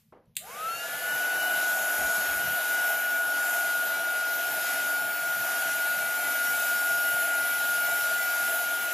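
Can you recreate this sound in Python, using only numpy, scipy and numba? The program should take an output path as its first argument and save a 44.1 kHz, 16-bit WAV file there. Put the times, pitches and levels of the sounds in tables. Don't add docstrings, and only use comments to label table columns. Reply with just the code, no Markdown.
import sys
import numpy as np
from scipy import signal
from scipy.fft import rfft, irfft
from scipy.io import wavfile
from scipy.ndimage import uniform_filter1d, minimum_filter1d
from numba import njit

SR = 44100
rng = np.random.default_rng(int(sys.argv[2]) if len(sys.argv) > 2 else 0)


def natural_amplitude(level_db):
    exponent = np.asarray(level_db, float) / 20
    return 10 ** exponent


def store_pcm(level_fs):
    pcm = np.round(np.clip(level_fs, -1, 1) * 32767).astype(np.int16)
    wavfile.write(sys.argv[1], SR, np.atleast_2d(pcm).T)


N = 393813
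TIME = np.arange(N) / SR
FREQ = np.maximum(np.fft.rfftfreq(N, 1 / SR), 1)
STEP = 64
SLOW = TIME[::STEP]

# frequency_hz, density_db_per_hz
ROOM_COLOUR = [(18, -40), (30, -9.5), (131, 4.5), (231, 2.5), (316, -47), (442, -15), (722, -30),
               (985, -29), (1090, -36), (2770, -30), (6180, -35), (8300, -58), (11000, -29), (14500, -39)]
ROOM_DB = -63.5
# time_s, level_db
RUSTLE = [(0, -64), (.04, -70), (.07, -73), (.13, -77)]

# start_s, level_db, length_s
GUSTS = [
    (1.975, -49, .1),
    (2.16, -52, .05),
    (2.27, -53, .13),
]
GUST_ATTACK_S, GUST_RELEASE_S = 0.011, 0.018

# start_s, peak_db, ring_t60_s, tail_db, tail_t60_s
KNOCK = [
    (.1235, -40.5, 0.36, -13, 0.37),
]
# start_s, peak_db, ring_t60_s, tail_db, tail_t60_s
SWITCH = [
    (.256, -67, 0.018, -6, 0.084),
    (.3535, -43, 0.022, -14, .1),
    (.3668, -11, 0.017, -13, 0.25),
]
# frequency_hz, density_db_per_hz
TABLE = [(60, -12), (140, -15), (450, 4), (900, -4), (2000, -17), (3500, -32), (8000, -48)]
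# frequency_hz, density_db_per_hz
PLASTIC = [(290, -76), (500, -31), (1240, -40), (1800, -10.5), (2500, -14), (2800, -6), (3050, -10),
           (4050, -7.5), (5700, -26), (7360, -4), (12300, -13), (14000, -8), (15000, -11.5)]

# time_s, shaft_hz, nearness_db, nozzle_aim_db
HAND = [(1.25, 295.6, -1.7, -2.5), (1.6, 293.7, -1.1, 0.6), (2.2, 291.6, 0.0, 1.0),
        (2.45, 290.4, -1.4, -0.6), (2.85, 290.3, -0.8, 0.1), (3.2, 289.7, -0.4, -3.3),
        (3.55, 288.9, -0.9, 0.5), (4.1, 287.2, -2.3, -4.5), (4.68, 287.5, -3.8, 1.4),
        (4.95, 287.7, -1.6, -1.7), (5.15, 286.2, -3.3, -4.5), (5.5, 286.9, -2.5, 0.8),
        (5.9, 287.7, -1.5, -1.0), (6.1, 286.6, -3.0, -1.2), (6.4, 286.3, -1.0, 0.8),
        (7.3, 285.6, -0.2, -0.1), (8.5, 285.6, -1.0, 0.9), (8.75, 285.3, -3.5, -1.8)]
ARRIVE_S, ARRIVE_WIDTH_S, AWAY_DB = 1.03, .04, -9

START_S, KICK_HZ, KICK_HZ_PER_S = .39, 104, 830
CATCH_S = .5
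# share_missing at CATCH_S, time_constant_s
LAGS = [
    (.1015, .064),
    (.217, .214),
]
WOBBLE_HZ = .2

AIR_HZ = (300, 700, 2800, 6700, 11700)
# frequency_hz, density_db_per_hz
RUSH = [(30, -49), (120, -30), (300, -18.5), (430, -17), (1080, -23.5), (1900, -13), (2800, -12.5),
        (4150, -19.5), (5800, -21), (6800, -17), (8500, -24), (11300, -14), (13000, -17.5), (14400, -19.5)]
# frequency_hz, width_hz, density_db_per_hz
BARREL = [(679, 98, 1.5), (794, 227, -6.5), (1467, 376, -4), (3195, 82, -12.5), (3770, 450, -18)]
# frequency_hz, side_minus_mid_db
SIDE = [(60, -9), (110, 2.5), (200, -19), (380, -12.5), (700, -20), (1290, -14.5), (2380, -18), (4400, -11),
        (8120, -9.5), (15000, -13)]
# frequency_hz, left_minus_right_db
LEAN = [(60, -0.5), (110, -4.5), (200, -1), (380, 0.5), (700, 1.0), (1290, 0.5), (2380, 2), (4400, 0),
        (8120, 3), (15000, -4)]
# time_s, level_db
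INTAKE = [(.4, -74), (.47, -54), (.9, -53), (1.3, -53), (1.8, -84)]
FLOW_SLOPE_DB = 51
EARLY_SHARE = 0.28
HISS_DB = (-40.5, -38, -38.5)
HISS_AIM = (0.42, 1, 0.96)
HISS_AWAY_DB = (-4, -1.5, -3.5)
HISS_ARRIVE_S, HISS_ARRIVE_WIDTH_S = 0.87, 0.071
BORE_DB, BORE_AIM = -41, 0.27
COLD_DB, WARM_S = 5.5, 2.5
FILL_DB, FILL_S, FILL_WIDTH_S = -7.5, 1.15, 0.081
AIR_START_S, AIR_ATTACK_S = 0.403, .02

BLADES, BLADE_DB = 5, -28
# frequency_hz, gain_db
HOUSING = [(520, -50), (640, -15), (1170, -8), (1255, 2), (1330, 8.5), (1375, 1.5), (1405, -0.5),
           (1430, 0.5)]
# time_s, depth_db, width_s
NULLS = [
    (.782, -13, .018),
    (.878, -8, .02),
    (.995, -4, .03),
]
SINGERS = (6, 10, 23, 38, 50)
SINGER_DB = (-62.5, -59.5, -63.5, -55.5, -51)
SINGER_SLOPE_DB = 51
# time_s, shaft_order, level_db, width_s
SWELLS = [(.93, 6, -48, .27), (.53, 10, -59, .04), (.79, 10, -49, .1), (1.09, 10, -48, .09),
          (1.42, 10, -50, .22), (2.0, 23, -47, .3), (2.2, 38, -54, .3), (2.75, 50, -50, .3),
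          (2.85, 10, -54, .3), (4.65, 23, -55, .15), (7.0, 38, -50, .6), (7.6, 38, -51, .3),
          (7.2, 7, -56, 3), (7.4, 8, -57, 3), (7.7, 10, -59, 1.5), (7.75, 50, -52, .1),
          (8.57, 38, -47, .14), (8.5, 50, -52, .15)]
# shaft_order, level_db
COMB = [(1, -61), (2, -80), (3, -58), (4, -67), (7, -55), (8, -57), (9, -60), (11, -70), (12, -66),
        (13, -66), (14, -67), (15, -61), (16, -61), (17, -63), (18, -66), (19, -60), (20, -61), (21, -67),
        (22, -70), (24, -64), (25, -64), (26, -60), (27, -69), (28, -63), (29, -67), (30, -67), (31, -60),
        (32, -60), (33, -58), (34, -61), (35, -58), (36, -56), (37, -58), (39, -54), (40, -56), (41, -55),
        (42, -55), (43, -54), (44, -54), (45, -53), (46, -58), (47, -59), (48, -57), (49, -58)]
# shaft_order, time_s, width_s, level_db
CASING = (16, .75, .065, -48)
SHY_DB = -24
BLINK_DB, BLINK_PER_S = 5, 18
STIFF_DB, LOOSE_S = -3, 3.5
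RIPPLE_HZ = 120
# time_s, level_db
INRUSH = [(.38, -80), (.39, -74), (.45, -60), (.49, -57), (.6, -75)]
TOP_HZ = 14530


def fast(slow):
    return np.interp(TIME, SLOW, slow)


def curves(table, start=None):
    s, *columns = np.transpose(table)
    return [np.interp(SLOW, s, column, left=start) for column in columns]


def until(s, width):
    return .5 - .5 * np.tanh((SLOW - s) / width / 2)


def bump(s, width):
    return np.exp(-((SLOW - s) / width) ** 2)


def walk(rate):
    k = int(SR / STEP / rate)
    draws = rng.standard_normal(len(SLOW) // 8)[:len(SLOW) // k + 1]
    steps = np.repeat(draws, k)
    return 1.435 * uniform_filter1d(uniform_filter1d(steps, k), k)[:len(SLOW)]


def gains(points):
    hz, db = np.transpose([(max(f, 1), d) for f, d in points])
    return natural_amplitude(np.interp(np.log(FREQ), np.log(hz), db))


def noise(gain, channels=1):
    x = irfft(rfft(rng.standard_normal((channels, N))) * gain, N)
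    return x / np.sqrt(np.mean(x ** 2))


def pair(mid, side, lean_db):
    balance = natural_amplitude(np.array([[lean_db], [-lean_db]]) / 2)
    return mid * balance + side * np.array([[1], [-1]])


def room():
    mid, side = noise(gains(ROOM_COLOUR), channels=2)
    tone = pair(mid, 0.086 * side, 0) * fast(natural_amplitude(ROOM_DB + 3.04 * walk(15)))
    cloth, other = noise(gains([(300, -14), (2500, -8), (8500, -10), (15000, -3.5)]), channels=2)
    fade = natural_amplitude(curves(RUSTLE)[0]) * (SLOW < RUSTLE[-1][0])
    return tone + pair(cloth, .4 * other, 0) * fast(fade)


def buffet():
    gust = 0
    for s, db, length in GUSTS:
        attack = np.clip((SLOW - s) / GUST_ATTACK_S, 0, 1)
        release = np.exp(-np.maximum(SLOW - s - length, 0) / GUST_RELEASE_S)
        gust = gust + natural_amplitude(db - 0.5) * attack * release
    low, side = noise(gains([(15, -14), (45, -6.0), (110, -10), (300, -8), (700, -48)]), channels=2)
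    return pair(low, 0.15 * side, 0) * fast(gust)


def hits(events, colour):
    ring = noise(gains(colour))
    tail = noise(gains(colour), channels=2)
    out = 0
    for s, db, t60, tail_db, tail_t60 in events:
        age = np.maximum(TIME - s, 0)
        rise = np.minimum(age / 0.00038, 1)
        direct = natural_amplitude(-60 * age / t60) * ring
        wet = natural_amplitude(tail_db - 60 * age / tail_t60) * (ring + 0.43 * tail)
        out = out + natural_amplitude(db - 10.0) * rise * (direct + wet)
    return out


def shaft():
    since = CATCH_S - np.maximum(SLOW, START_S)
    lag = sum(share * np.exp(since / time_constant) for share, time_constant in LAGS)
    pull = (KICK_HZ + KICK_HZ_PER_S * np.maximum(SLOW - START_S, 0)) * (SLOW < CATCH_S)
    return np.maximum(curves(HAND)[0] * (1 - lag), pull) + WOBBLE_HZ * walk(7)


def sway(hz):
    aim_db = curves(HAND)[2]
    speed_db = FLOW_SLOPE_DB * np.log10(hz / 288)
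    flow_db = speed_db - 40 * until(AIR_START_S, AIR_ATTACK_S / 2)
    cold_db = COLD_DB * np.exp(-SLOW / WARM_S)
    fill_db = FILL_DB * until(FILL_S, FILL_WIDTH_S)
    bore_db = BORE_DB + flow_db + cold_db + BORE_AIM * aim_db + fill_db
    rumble_db = bore_db + .5 * np.minimum(bore_db + 43, 0)
    away = until(HISS_ARRIVE_S, HISS_ARRIVE_WIDTH_S)
    early_db = flow_db - EARLY_SHARE * speed_db
    hiss_db = [db + early_db + share * aim_db + far_db * away
               for db, share, far_db in zip(HISS_DB, HISS_AIM, HISS_AWAY_DB)]
    return np.array([rumble_db, bore_db, *hiss_db])


def air(turn, sway_db):
    power = gains(RUSH) ** 2
    for f, width, db in BARREL:
        power = power + natural_amplitude(db) ** 2 / (1 + (2 * (FREQ - f) / width) ** 2) ** 2
    mid = rfft(noise(np.sqrt(power))[0])
    side = rfft(noise(np.sqrt(power))[0]) * gains(SIDE) * natural_amplitude(-1.5)
    lean = np.sqrt(gains(LEAN))
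    both = np.array([mid * lean + side, mid / lean - side])
    octave = np.maximum(np.log2(FREQ), 5.5)
    wake = np.cos(turn)
    out = 0
    for centre in np.arange(5.5, 14.5, .5):
        share = np.clip(1 - 2 * abs(octave - centre), 0, 1)
        place = np.interp(centre, np.log2(AIR_HZ), np.arange(len(AIR_HZ)))
        low = min(int(place), len(AIR_HZ) - 2)
        db = sway_db[low] + (place - low) * (sway_db[low + 1] - sway_db[low]) + 1.03 * walk(12)
        chop = 1 + 0.07 * min(2 ** centre / 8000, 1) * wake
        out = out + irfft(both * share, N) * (fast(natural_amplitude(db + 6.5)) * chop)
    hollow = noise(1 / (1 + (2 * (FREQ - 500) / 130) ** 2))
    intake = natural_amplitude(curves(INTAKE, start=-120)[0]) * (SLOW < INTAKE[-1][0])
    return out + hollow * fast(intake)


@njit
def sines(turn, orders, size, step):
    out = np.zeros((2, len(turn)))
    for i in range(len(turn)):
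        j = min(i // step, size.shape[2] - 2)
        part = i / step - j
        base, power, z = np.exp(1j * turn[i]), 0, 1 + 0j
        for k in range(len(orders)):
            while power < orders[k]:
                z, power = z * base, power + 1
            for c in range(2):
                out[c, i] += (z * (size[c, k, j] * (1 - part) + size[c, k, j + 1] * part)).imag
    return out


def blade_tone(hz):
    near_db = curves(HAND)[1]
    house_hz, house_db = np.transpose(HOUSING)
    db = BLADE_DB + near_db + np.interp(BLADES * hz, house_hz, house_db)
    db = db + AWAY_DB * until(ARRIVE_S, ARRIVE_WIDTH_S)
    db = db + sum(depth_db * bump(s, width) for s, depth_db, width in NULLS)
    db = db + .5 * walk(25) + 0.63 * walk(6.7)
    return pair(natural_amplitude(db) + 0j, 0, 1.76)


def order_levels(hz):
    aim_db = curves(HAND)[2]
    speed = np.log10(hz / 288)
    shy_db = SHY_DB * until(ARRIVE_S, 0.081)
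    cold_db = STIFF_DB * until(LOOSE_S, 0.75)
    level = {}
    for k, db in zip(SINGERS, SINGER_DB):
        rest = natural_amplitude(db + 1.6 * walk(3.18))
        level[k] = rest * natural_amplitude(SINGER_SLOPE_DB * speed + shy_db * (k / 50) ** 2)
    for k, db in COMB:
        beam_db = (aim_db + 3.0 + shy_db / 4) * k / 50
        level[round(k)] = natural_amplitude(db + 170 * speed + 1.2 * walk(2.5) + cold_db + beam_db)
    for s, k, db, width in SWELLS:
        level[k] = level[k] + natural_amplitude(db + SINGER_SLOPE_DB * speed) * bump(s, width)
    return level


def winding_buzz():
    level = natural_amplitude(curves(INRUSH, start=-120)[0]) * (SLOW < INRUSH[-1][0])
    return fast(level) * np.sqrt(2) * np.sin(2 * np.pi * 10 * RIPPLE_HZ * TIME)


def rotor(hz):
    ripple = np.sin(2 * np.pi * RIPPLE_HZ * TIME)
    turn = 2 * np.pi * np.cumsum(fast(hz)) / SR + 0.014 * ripple
    size = {}
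    for k, level in order_levels(hz).items():
        steady, spread = (1.25, .3) if k in SINGERS else (.8, min(.2 * k, .55))
        scatter = spread * (walk(24) + 1j * walk(24))
        blink = natural_amplitude(BLINK_DB * (.5 + k / 80) * np.tanh(walk(BLINK_PER_S)))
        phase = np.exp(1j * rng.uniform(0, 2 * np.pi))
        waver = level * blink * (steady + scatter) * phase
        size[k] = pair(waver, .25j * walk(1.506) * waver, .3)
    order, s, width, db = CASING
    size[round(order)] = size[round(order)] + natural_amplitude(db) * bump(s, width)
    size[BLADES] = blade_tone(hz)
    orders = np.array(sorted(size))
    sizes = np.sqrt(2) * np.stack([size[k] for k in orders], axis=1) * (SLOW > START_S)
    return sines(turn, orders, sizes, STEP) + winding_buzz(), turn


def scene():
    hz = shaft()
    whine, turn = rotor(hz)
    blows = hits(KNOCK, TABLE) + hits(SWITCH, PLASTIC)
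    return room() + buffet() + blows + air(turn, sway(hz)) + whine


def keep(near, limit, floor_db):
    return np.maximum(near ** 3 / (near ** 3 + limit ** 3 + 1e-60), natural_amplitude(floor_db))


def thrift(x, edge_hz, under_db, slope_db):
    hz, _, z = signal.stft(x, SR, nperseg=2048)
    power = np.mean(abs(z) ** 2, axis=0)
    total = power.sum(axis=0)
    near = uniform_filter1d(power, size=3, axis=0)
    low = hz < edge_hz
    thin = (hz > 3200) & (hz < 9500)
    limit = total * natural_amplitude(under_db + slope_db * (1.5 - hz[low, None] / edge_hz)) ** 2
    z[:, low] *= keep(near[low], limit, floor_db=-11)
    steady = total < 6 * minimum_filter1d(total, size=5)
    held = uniform_filter1d(near, size=3, axis=1)
    mask = uniform_filter1d(held, size=60, axis=0) * natural_amplitude(-4.8) ** 2
    z[:, thin] *= np.where(steady, keep(held, mask, floor_db=-14), 1)[thin]
    z[:, hz > TOP_HZ] = 0
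    return signal.istft(z, SR, nperseg=2048)[1][:, :N]


def top_cut(x):
    return signal.sosfilt(signal.butter(12, 15700, fs=SR, output="sos"), x)


def record(dry):
    mix = thrift(dry, edge_hz=200, under_db=-49.5, slope_db=8.5)
    return top_cut(mix)


dry = scene()
out = record(dry)
store_pcm(out)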